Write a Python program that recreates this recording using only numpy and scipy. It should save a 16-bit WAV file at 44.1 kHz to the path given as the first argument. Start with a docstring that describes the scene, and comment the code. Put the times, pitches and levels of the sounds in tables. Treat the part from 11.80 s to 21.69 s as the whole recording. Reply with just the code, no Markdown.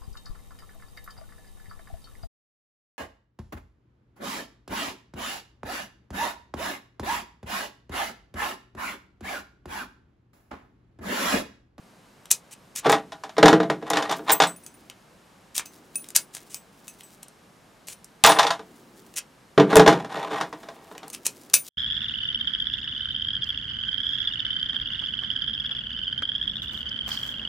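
"""Small brass padlocks are handled over a hollow plastic table, close to the microphone in a quiet room.
Shackles (the locks' loops) snap open and shut, and keys rasp in and out past the pins inside.
Locks are put down, rock to rest and are dragged, which makes the table top boom and clatter.
Fingers rub the brass, brass squeals once against steel, and the spare keys on the ring chime."""
import sys
import numpy as np
from scipy import signal
from scipy.io import wavfile
from scipy.ndimage import uniform_filter1d

SR = 44100
rng = np.random.default_rng(int(sys.argv[2]) if len(sys.argv) > 2 else 0)


def generate_wav(signal):
    """Clip the signal to [-1, 1] and save it as 16-bit WAV at the path in sys.argv[1]."""
    frames = np.transpose(np.atleast_2d(signal))
    scaled = np.clip(frames, -1, 1) * 32767
    pcm = np.round(scaled).astype(np.int16)
    wavfile.write(sys.argv[1], SR, pcm)


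N = 436149
TIME = np.arange(N) / SR
BAND_EDGES_HZ = np.geomspace(28, 18000, 23)
BAND_HZ = np.sqrt(BAND_EDGES_HZ[1:] * BAND_EDGES_HZ[:-1])   # the middle of each band

# A key slides past the pins and clicks home. Each row: time of the click in seconds, click level in dB,
# seconds of rasp before it, seconds of rasp after it, rasp level in dB.
KEY_STROKES = [(.5137, 1, 0.011, 0.0035, -20.5), (0.7097, -50, 0.0017, 0.036, -44.5),
               (0.9609, -24, 0.011, 0.043, -33.5), (3.7797, -12.5, 0.036, 0.027, -32.5),
               (4.3624, 1, 0.014, 0.0033, -14.5), (4.5495, -24.5, 0.018, 0.039, -45),
               (4.7444, -23, 0.05, 0.035, -47.5), (5.43, -31.5, 0.0078, 0.013, -50),
               (6.0845, -28.5, 0.016, 0.055, -43), (7.3824, -20, 0.025, 0.015, -29),
               (9.348, -25.5, 0.023, 0.003, -37), (9.4656, -7, .017, 0.00088, -25.5),
               (9.7397, 3, .006, 0.0066, -9.5)]
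# The tones at which the table top rings. Each row: pitch in Hz, level in dB.
TABLE_TONES = [(140, -14.5), (158, -10.5), (176, -8.5), (200, -13), (262, -18.5), (298, -1.5), (312, -1.5),
               (392, -12.5), (438, -1), (474, -5.5), (581, -14.5), (664, 0), (797, -2), (835, -7),
               (931, -18), (1001, -7), (1160, -14.5), (1330, -15), (1473, -14.5), (1743, -15.5), (1889, -8),
               (3438, -18), (3655, -17)]
# How long the table rings. Each row: frequency in Hz, seconds to fade by 60 dB (called "t60").
TABLE_T60 = [(100, 0.79), (300, 0.44), (700, 0.14), (1800, 0.19), (4800, 0.14), (13000, 0.19)]


def from_db(db):
    """Turn decibels into a factor to multiply a sound by."""
    return 10 ** (np.asarray(db) / 20)


def at_hz(rows, hz):
    """Read between rows of frequency and value, giving every octave equal room."""
    row_hz, values = np.transpose(rows)
    return np.interp(np.log(hz), np.log(row_hz), values)


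def add(track, start_s, sound):
    """Mix a sound into a track at a given time."""
    at = int(round(start_s * SR))
    track[at:at + len(sound)] += sound[:N - at]


def highpass(sound, hz):
    """Turn down everything below a frequency."""
    return signal.sosfilt(signal.butter(2, hz, "high", fs=SR, output="sos"), sound + 1e-18)


def split_bands(pair):
    """Make one row for each frequency band, drawing on two signals in turn."""
    bands = []
    for k in range(len(BAND_HZ)):
        band = signal.butter(2, BAND_EDGES_HZ[k:k + 2], "band", fs=SR, output="sos")
        bands.append(signal.sosfilt(band, pair[k % 2] + 1e-18))
    return np.array(bands)


def band_gains(colour):
    """Band volumes that give white noise a tone colour at about the same power."""
    gains = from_db(at_hz(colour, BAND_HZ))
    return gains / np.sqrt(np.sum(gains ** 2 * np.diff(BAND_EDGES_HZ)) * 2 / SR)


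def fade(t60, seconds):
    """Curves that die away, one for each t60."""
    return np.exp(-np.log(1000) * TIME[:int(seconds * SR)] / np.reshape(t60, (-1, 1)))


def ringing(tones, seconds):
    """One fading sine wave for each row of pitch in Hz, level in dB and t60."""
    hz, db, t60 = np.transpose(tones)
    waves = np.sin(2 * np.pi * hz[:, None] * TIME[:int(seconds * SR)])
    return from_db(db)[:, None] * fade(t60, seconds) * waves


def burst(noise, shape):
    """A random stretch of the noise bands, each shaped by its own volume curve."""
    start = rng.integers(N - shape.shape[1])
    return shape * noise[:, start:start + shape.shape[1]]


def tiny_slips(per_s, spread_db):
    """Friction as two streams of random ticks of uneven size."""
    slips = (rng.random((2, N)) < per_s / SR) * rng.choice([-1, 1], (2, N))
    slips = slips * from_db(spread_db * np.minimum(rng.exponential(1, (2, N)), 4))
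    return slips / slips.std()


def wobble(smooth_s, depth_db):
    """A volume that wanders at random."""
    drift = uniform_filter1d(rng.standard_normal(N), int(smooth_s * SR))
    return from_db(depth_db * drift / drift.std())


def hand_move(start, end, rise_db_per_s, fall_db_per_s, swell_db=0):
    """The volume of one hand movement: it rises, holds (or swells or sags), then falls."""
    held = np.clip(TIME, start, end)
    drop_db = np.maximum(rise_db_per_s * (held - TIME), fall_db_per_s * (TIME - held))
    return from_db(swell_db * (held - start) / max(end - start, 1 / SR) - np.minimum(drop_db, 200))


def room_hush(noise):
    """The steady, low hush of a quiet room."""
    # The tone colour of the hush. Each row: frequency in Hz, level in dB.
    colour = [(15, -58), (25, -30.5), (43, -9.5), (66, -13), (84, -11), (175, -2), (270, -7.5), (301, -8.5),
              (962, -12.5), (1160, -14), (2480, -20.5), (4490, -24), (9070, -28.5), (14800, -35.5),
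              (16000, -55.5)]
    return from_db(-55.5) * (band_gains(colour) @ noise)


def faint_hiss(noise):
    """A faint hiss whose wave is flipped between left and right."""
    # The tone colour of the hiss. Each row: frequency in Hz, level in dB.
    colour = [(100, 1.5), (1000, 4), (4000, -11.5), (10000, -22), (14000, -6), (16000, -17.5)]
    return from_db(-64) * (band_gains(colour) @ np.roll(noise, N // 2, axis=1)) * [[1], [-1]]


def lock_clicks(noise, level_db=-2.5, body_boost_db=10, snap_t60=.013, ring_db=-23.5, ring_t60=.13):
    """Fingers damp the brass, so a click is a hard snap with hardly any ring."""
    # A latch, a shackle or another lock hits metal.
    # Each row: time in seconds, level of the high snap in dB, level of the lower body sound in dB.
    clicks = [(.4562, -39, -39), (1.098, -20, -26), (1.119, -17.5, -32), (2.102, -17.5, -28),
              (2.315, -25.5, -31), (2.864, -32, -41), (3.0991, -36, -32), (3.7645, -18, -42),
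              (3.7955, -49, -19.5), (3.8586, -35, -40), (4.2431, -39.5, -39), (4.2873, -32, -46.5),
              (4.3042, -32.5, -40), (4.568, -32, -33), (5.08, -30, -37.5), (5.2082, -41, -38.5),
              (5.4829, -40.5, -49), (6.071, -36, -48), (6.2444, -33.5, -55.5), (6.4382, -1.5, -0.5),
              (6.4632, -5.5, -17), (7.3397, -41, -40.5), (7.956, -9, -30), (7.968, -5, -35),
              (9.1798, -36.5, -33.5), (9.281, -34, -49), (9.301, -29.5, -42), (9.699, -38, -38)]
    # The tone colour of a click. Each row: frequency in Hz, level in dB.
    colour = [(40, -30), (250, -13.5), (800, -8.5), (1400, -10.5), (2600, -5), (4000, -4), (6000, -2),
              (8500, 3), (11000, -2.5), (13000, -10.5), (16000, -13.5)]
    # Keys click too; the lock's body follows only part of a change in their strength.
    key_clicks = [(s, db, -16.5 + .656 * db) for s, db, *_ in KEY_STROKES]
    shape = (fade(snap_t60, .1) + from_db(ring_db) * fade(ring_t60, .1)) * band_gains(colour)[:, None]
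    out = np.zeros(N)
    for s, snap_db, body_db in key_clicks + clicks:
        force = [(2800, body_db + body_boost_db), (6000, snap_db)]
        add(out, s, from_db(level_db + at_hz(force, BAND_HZ)) @ burst(noise, shape))
    return out


def key_rasps(level_db=-1.7, ramp_s=.008):
    """The teeth of a key flick the pins in a quick, uneven run."""
    # The tone colour of the rasp. Each row: frequency in Hz, level in dB.
    colour = [(40, -40.5), (900, -14.5), (1700, -9.5), (2700, -2), (4200, -7), (7500, 0.5), (10500, 0.5),
              (13000, -23), (16000, -8.5)]
    push = np.zeros(N)
    for s, _, before, after, db in KEY_STROKES:
        inside_s = np.minimum(TIME - s + before, s + after - TIME)
        push += from_db(db) * np.clip(inside_s / ramp_s, 0, 1)
    flicks = tiny_slips(per_s=1100, spread_db=-1.5) * push
    return from_db(level_db) * (band_gains(colour) @ split_bands(flicks))


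def brass_ring(contacts, level_db):
    """Every contact also makes the lock itself ring very briefly."""
    # Where a hand-held lock and its shackle ring. Each row: pitch in Hz, width in Hz, level in dB.
    resonances = [(3586, 1500, -6), (6195, 1700, 2), (10310, 98, -8.5), (11300, 590, 7.5)]
    out = contacts.copy()
    for hz, width, db in resonances:
        peak = signal.iirpeak(hz, hz / width, fs=SR)
        out += from_db(db + level_db) * signal.lfilter(*peak, contacts + 1e-18)
    return out


def table_ring(seconds, tuning=1):
    """The table top's tones, every second one flipped; the low ones last longest."""
    # The weight of the locks cuts the ring short. Each row: frequency in Hz, longest t60 in seconds.
    longest = [(300, .25), (450, .19), (1000, .18), (2000, .12), (3500, .09)]
    tones = [(hz * tuning, db, min(at_hz(TABLE_T60, hz), at_hz(longest, hz))) for hz, db in TABLE_TONES]
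    return ringing(tones, seconds) * (-1) ** np.arange(len(tones))[:, None]


def lock_drags(scrape_db=-7.5, ring_db=-10):
    """A sliding lock catches and slips on the grain of the table, shaking the top."""
    # A lock slides. Each row: start in seconds, end in seconds, level in dB, swell on the way in dB.
    slides = [(1.057, 1.142, -20.5, 1.5), (2.075, 2.113, -27.5, -12), (2.156, 2.324, -16.5, -19),
              (2.49, 2.49, -12, 2), (6.472, 6.492, -11.5, -1.5), (6.57, 6.662, -17, -5),
              (7.902, 7.994, -18.5, -6), (8.137, 8.211, -28, -5.5), (8.304, 8.447, -28.5, 2.5),
              (8.512, 8.605, -24, 1), (8.738, 9.28, -49, 0.5)]
    # The tone colour of the scrape. Each row: frequency in Hz, level in dB.
    colour = [(40, -33), (110, -9.5), (170, 0), (240, -7), (320, -9.5), (520, -1.5), (800, 7), (1500, -3),
              (2600, -10.5), (3700, -13.5), (5200, -25), (10000, -28), (15000, -52.5)]
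    catching = wobble(smooth_s=.0045, depth_db=3)
    push = sum(from_db(db) * hand_move(start, end, rise_db_per_s=903, fall_db_per_s=307, swell_db=swell)
               for start, end, db, swell in slides)
    slips = tiny_slips(per_s=1100, spread_db=2) * catching * push
    scrape = band_gains(colour) @ split_bands(slips)
    ring = highpass(table_ring(.5).sum(axis=0), hz=485)   # tiny slips barely move the lowest tones
    shaken = signal.fftconvolve(slips[0], ring / np.linalg.norm(ring))[:N]
    return from_db(scrape_db) * scrape + from_db(ring_db) * shaken


def rocking_touches(gap_shrink=.82, harder_per_touch=.12):
    """As a lock rocks to rest, each touch comes sooner and lands nearer a hard corner."""
    # A lock lands. Each row: start in seconds, strength in dB, hardness (0 flat face, 1 corner),
    # number of touches, first gap in seconds, change per touch in dB.
    landings = [(1.058, -13, 0.12, 2, .008, 0), (1.095, -7, .66, 2, 0.03, -1.5),
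                (1.32, -27.5, 0.68, 2, 0.0076, -6.5), (1.436, -24.5, 0.68, 2, 0.057, -8.5),
                (1.567, -24.5, 0.25, 2, 0.014, 15), (1.628, 2, 0.35, 3, 0.029, -1.5),
                (1.728, -4.5, 0.23, 1, 0, 0), (1.801, -14, 0.17, 2, 0.029, -6), (1.899, -12, 0.4, 1, 0, 0),
                (2.015, -41, 0, 2, 0.0091, 12.5), (2.104, -14.5, 0.48, 2, .029, 3),
                (2.17, -9.5, 0.67, 2, 0.054, -9), (2.294, -15, 0.57, 3, 0.016, -0.5),
                (2.392, -31, 0.16, 1, 0, 0), (2.495, -11, 1, 2, 0.0085, 1.5),
                (2.601, -3, 0.66, 3, 0.019, -3.5), (6.439, -4, 0.76, 1, 0.012, 0),
                (6.447, 4, 0.77, 2, 0.024, -5.5), (6.498, -7.5, 0.7, 2, .02, -1.5),
                (6.587, -7.5, 0.94, 2, .006, 3.5), (6.629, -11.5, 0.93, 2, .038, -0.5),
                (6.705, -10.5, 0.83, 1, 0, 0), (6.793, -30.5, .45, 1, 0, 7),
                (7.777, -4.5, 0.034, 2, .021, 0), (7.929, -11, 0.015, 2, .027, 7.5),
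                (7.967, 0.5, 0.29, 2, 0.028, -0.5), (8.062, -5.5, 0.36, 2, 0.014, 8),
                (8.126, -13, 0.38, 2, 0.12, -13.5), (8.368, -26, 0.36, 1, 0, 0),
                (8.509, -26, .05, 2, 0.023, -5), (8.61, -17, 0.55, 2, 0, -1),
                (8.727, -27, 0.46, 1, 0.029, 0), (8.831, -32.5, 0.5, 2, .055, 3.5),
                (9.113, -36, 0.35, 2, 0.037, -0.5), (9.23, -31, 0.53, 1, 0, 0)]
    for s, db, hardness, count, gap, change_db in landings:
        for k in range(count):
            yield s, db + k * change_db, np.clip(hardness + k * harder_per_touch, 0, 1)
            s += gap * gap_shrink ** k


def blow_force(db, hardness):
    """A blow as rows of Hz and dB: a flat face booms, a corner rings the shackle and sounds sharp."""
    boom_db = np.interp(hardness ** 2, [0, 1], [8, -30.5])
    shackle_db = 10.5 * hardness
    edge_db = np.interp((1 - hardness) ** 2, [0, 1], [-16.5, -36.5])
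    return [(460, db + boom_db), (740, db), (2000, db), (3700, db + shackle_db), (7500, db + edge_db)]


def table_knocks(noise, tones_db=-13, wash_db=-10.5, crack_db=-3, crack_t60=.025, scatter_db=2):
    """Each blow gives a short crack, the top's strong tones and a wash of its many crowded ones."""
    # The tone colour of the crack and wash. Each row: frequency in Hz, level in dB.
    colour = [(40, -25.5), (100, -21), (170, 0.5), (240, -4), (400, 2.5), (800, 7.5), (1500, 0.5),
              (2600, -11), (3700, -14.5), (5000, -8), (8000, 0.5), (11000, -12), (15000, -28)]
    length_s, rise_s = .5, .0007
    tone_hz = np.array(TABLE_TONES)[:, 0]
    # The weight of locks and hands retunes the top a little from blow to blow.
    rings = [table_ring(length_s, tuning) for tuning in (.98, .993, 1.007, 1.02)]
    wash = from_db(wash_db) * fade(at_hz(TABLE_T60, BAND_HZ), length_s)
    crack = from_db(crack_db) * fade(crack_t60, length_s)
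    shape = (wash + crack) * band_gains(colour)[:, None]
    build_up = 1 - np.exp(-TIME[:shape.shape[1]] / rise_s)   # full force takes a moment
    out = np.zeros(N)
    for s, db, hardness in rocking_touches():
        force = blow_force(db, hardness)
        clatter = from_db(at_hz(force, BAND_HZ)) @ burst(noise, shape)
        scatter = scatter_db * rng.standard_normal(len(tone_hz))
        tones = from_db(at_hz(force, tone_hz) + tones_db + scatter) @ rings[rng.integers(len(rings))]
        add(out, s, (clatter + tones) * build_up)
    return out


def finger_rubs(noise, murmur_db=-2, brush_db=-2.5):
    """Skin slides on brass: a soft, low murmur and a faint brushing that follows the changing grip."""
    # Fingers shift. Each row: start in seconds, end in seconds, murmur in dB, brushing in dB.
    rubs = [(2.36, 2.47, -47, -53), (2.81, 3.052, -59.5, -66), (3.855, 4.42, -55.5, -57),
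            (4.617, 4.69, -56.5, -55), (4.956, 5.278, -61, -58), (6.87, 7.301, -53.5, -60),
            (8.7, 9.29, -56, -59.5), (9.35, 9.68, -53, -55), (9.881, 9.89, -60, -41)]
    # The tone colour of the murmur. Each row: frequency in Hz, level in dB.
    colour = [(100, -30.5), (200, -10), (300, 1), (450, -12), (1000, -19), (3000, -38)]
    moves = [hand_move(start, end, rise_db_per_s=251, fall_db_per_s=94) for start, end, *_ in rubs]
    murmur_volume, brush_volume = from_db([levels for _, _, *levels in rubs]).T @ np.array(moves)
    murmur = band_gains(colour) @ noise[:, ::-1]
    grip = wobble(smooth_s=.033, depth_db=-5)
    brush = highpass(tiny_slips(per_s=4300, spread_db=6)[0], hz=3450) * grip
    brush = signal.lfilter([.5, .5], [1], brush)   # soft skin dulls the highest treble
    return from_db(murmur_db) * murmur_volume * murmur + from_db(brush_db) * brush_volume * brush


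def brass_squeal():
    """Brass sticks and slips on steel, which keeps a few high tones going for a moment."""
    # The rise and fall of the squeal. Each row: time in seconds, level in dB.
    outline = [(2.512, -49), (2.52, -17), (2.533, -16), (2.539, -23), (2.56, -55)]
    # The squealing tones. Each row: pitch in Hz, blur of that pitch in Hz, level in dB.
    tones = [(7500, 180, -6.5), (8160, 39, -4), (9480, 120, -4.5), (11000, 200, -12.5), (13500, 150, -6),
             (15300, 10, 3)]
    out = np.zeros(N)
    for hz, blur_hz, db in tones:
        wander = np.cumsum(rng.standard_normal(N)) * np.sqrt(2 * np.pi * blur_hz / SR)
        out += from_db(db) * np.sin(2 * np.pi * hz * TIME + wander)
    times, levels_db = np.transpose(outline)
    sounding = (TIME >= times[0]) & (TIME <= times[-1])
    return out * from_db(np.interp(TIME, times, levels_db)) * sounding


def key_chimes(level_db=-2, rattle_s=.025, per_touch_db=-14, scatter_db=3.5, tick_db=-5.5, tick_t60=.019):
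    """Hanging keys tick together, ring and touch twice more, with a new mix of tones each time."""
    # The spare keys swing together. Each row: start in seconds, level in dB, leading pitch in Hz.
    swings = [(2.5333, -20.5, 15300), (2.6244, -39, 15300), (2.6703, -30.5, 8000), (2.762, -42.5, 9450),
              (2.836, -47, 9300), (2.864, -38, 6250), (2.9412, -49, 9900), (3.856, -37.5, 6250),
              (4.156, -24, 9450), (4.3645, -28, 9450), (4.7449, -33.5, 8000), (5.0809, -33, 6220),
              (5.234, -43, 8100), (6.1299, -47, 9450), (6.4645, -19, 15300), (6.4938, -19, 9450),
              (9.7426, -11, 9450)]
    # The tones of a key. Each row: pitch in Hz, level in dB, seconds to fade by 60 dB.
    tones = [(2582, 0, .085), (5911, -10.5, .16), (6250, -8, .18), (6620, -11, .13), (8010, 0, .17),
             (9441, -3, .17), (9455, -5, .17), (12770, -6, .18), (13560, -15, .16), (15265, -1, .19)]
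    length_s, lead_octaves, other_tones_db = .4, .077, -10.5
    rings = ringing(tones, length_s)
    tone_hz = np.array(tones)[:, 0]
    tick_band = signal.butter(2, [4000, 11500], "band", fs=SR, output="sos")
    tick_fade = fade(tick_t60, length_s)[0]
    out = np.zeros(N)
    for s, db, lead_hz in swings:
        near_lead = np.exp(-(np.log2(tone_hz / lead_hz) / lead_octaves) ** 2)
        mix_db = level_db + db + other_tones_db * (1 - near_lead)
        gaps = rattle_s * rng.uniform(.18, 1.1, size=2)
        for touch, delay in enumerate([0, *np.cumsum(gaps)]):
            strengths = from_db(mix_db + touch * per_touch_db + scatter_db * rng.standard_normal(len(tones)))
            tick = signal.sosfilt(tick_band, rng.standard_normal(len(tick_fade))) * tick_fade
            add(out, s + delay, strengths @ rings + from_db(tick_db) * np.linalg.norm(strengths) * tick)
    return out


def room_echo(sound, noise, echo_db, side_db, rise_s):
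    """Near walls answer within a few milliseconds, almost alike on the left and right."""
    # How long the room rings. Each row: frequency in Hz, seconds to fade by 60 dB.
    room_t60 = [(200, 0.21), (2500, 0.13), (7000, 0.076), (14000, 0.028)]
    size = int(.3 * SR)
    shape = fade(at_hz(room_t60, BAND_HZ), .3) * np.clip(TIME[:size] / rise_s, 0, 1) ** 2
    middle, side = (np.sum(shape * noise[:, k * size:(k + 1) * size], axis=0) for k in range(2))
    echo = (middle + from_db(side_db) * side * [[1], [-1]]) / np.linalg.norm(middle)
    return sound + from_db(echo_db) * signal.fftconvolve(sound[None], echo, axes=1)[:, :N]


def microphone_housing(sound, treble_hz=2200, delay_s=.00029, delayed_db=-19, lean_left_db=1.1):
    """The microphone's housing colours the treble a little differently at its two openings."""
    treble = highpass(sound.mean(axis=0), treble_hz)
    delayed = np.interp(TIME - delay_s, TIME, treble)
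    side = from_db(delayed_db) * delayed + (from_db(lean_left_db) - 1) / 2 * treble
    return sound + side * [[1], [-1]]


def scene():
    """Table sounds and hand-held metal in the room, over a steady hush."""
    noise = split_bands(rng.standard_normal((2, N)))
    table = highpass(table_knocks(noise) + lock_drags(), hz=115)
    table = brass_ring(table, level_db=-4)
    table = room_echo(table, noise, echo_db=-16, side_db=-27, rise_s=.0067)
    locks = brass_ring(lock_clicks(noise) + key_rasps(), level_db=-9.5)
    locks = room_echo(locks, noise, echo_db=-11.5, side_db=-18, rise_s=.009)
    handling = table + locks + key_chimes() + brass_squeal() + finger_rubs(noise)
    return microphone_housing(handling) + room_hush(noise) + faint_hiss(noise)


def record(dry):
    """The loudest blows overload the recorder and are squashed; the highest treble is cut."""
    ceiling, cutoff_hz = .87, 16100
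    squashed = dry / (1 + (dry / ceiling) ** 4) ** (1 / 4)
    return signal.sosfilt(signal.ellip(10, .2, 70, cutoff_hz, fs=SR, output="sos"), squashed)


dry = scene()
out = record(dry)
generate_wav(out)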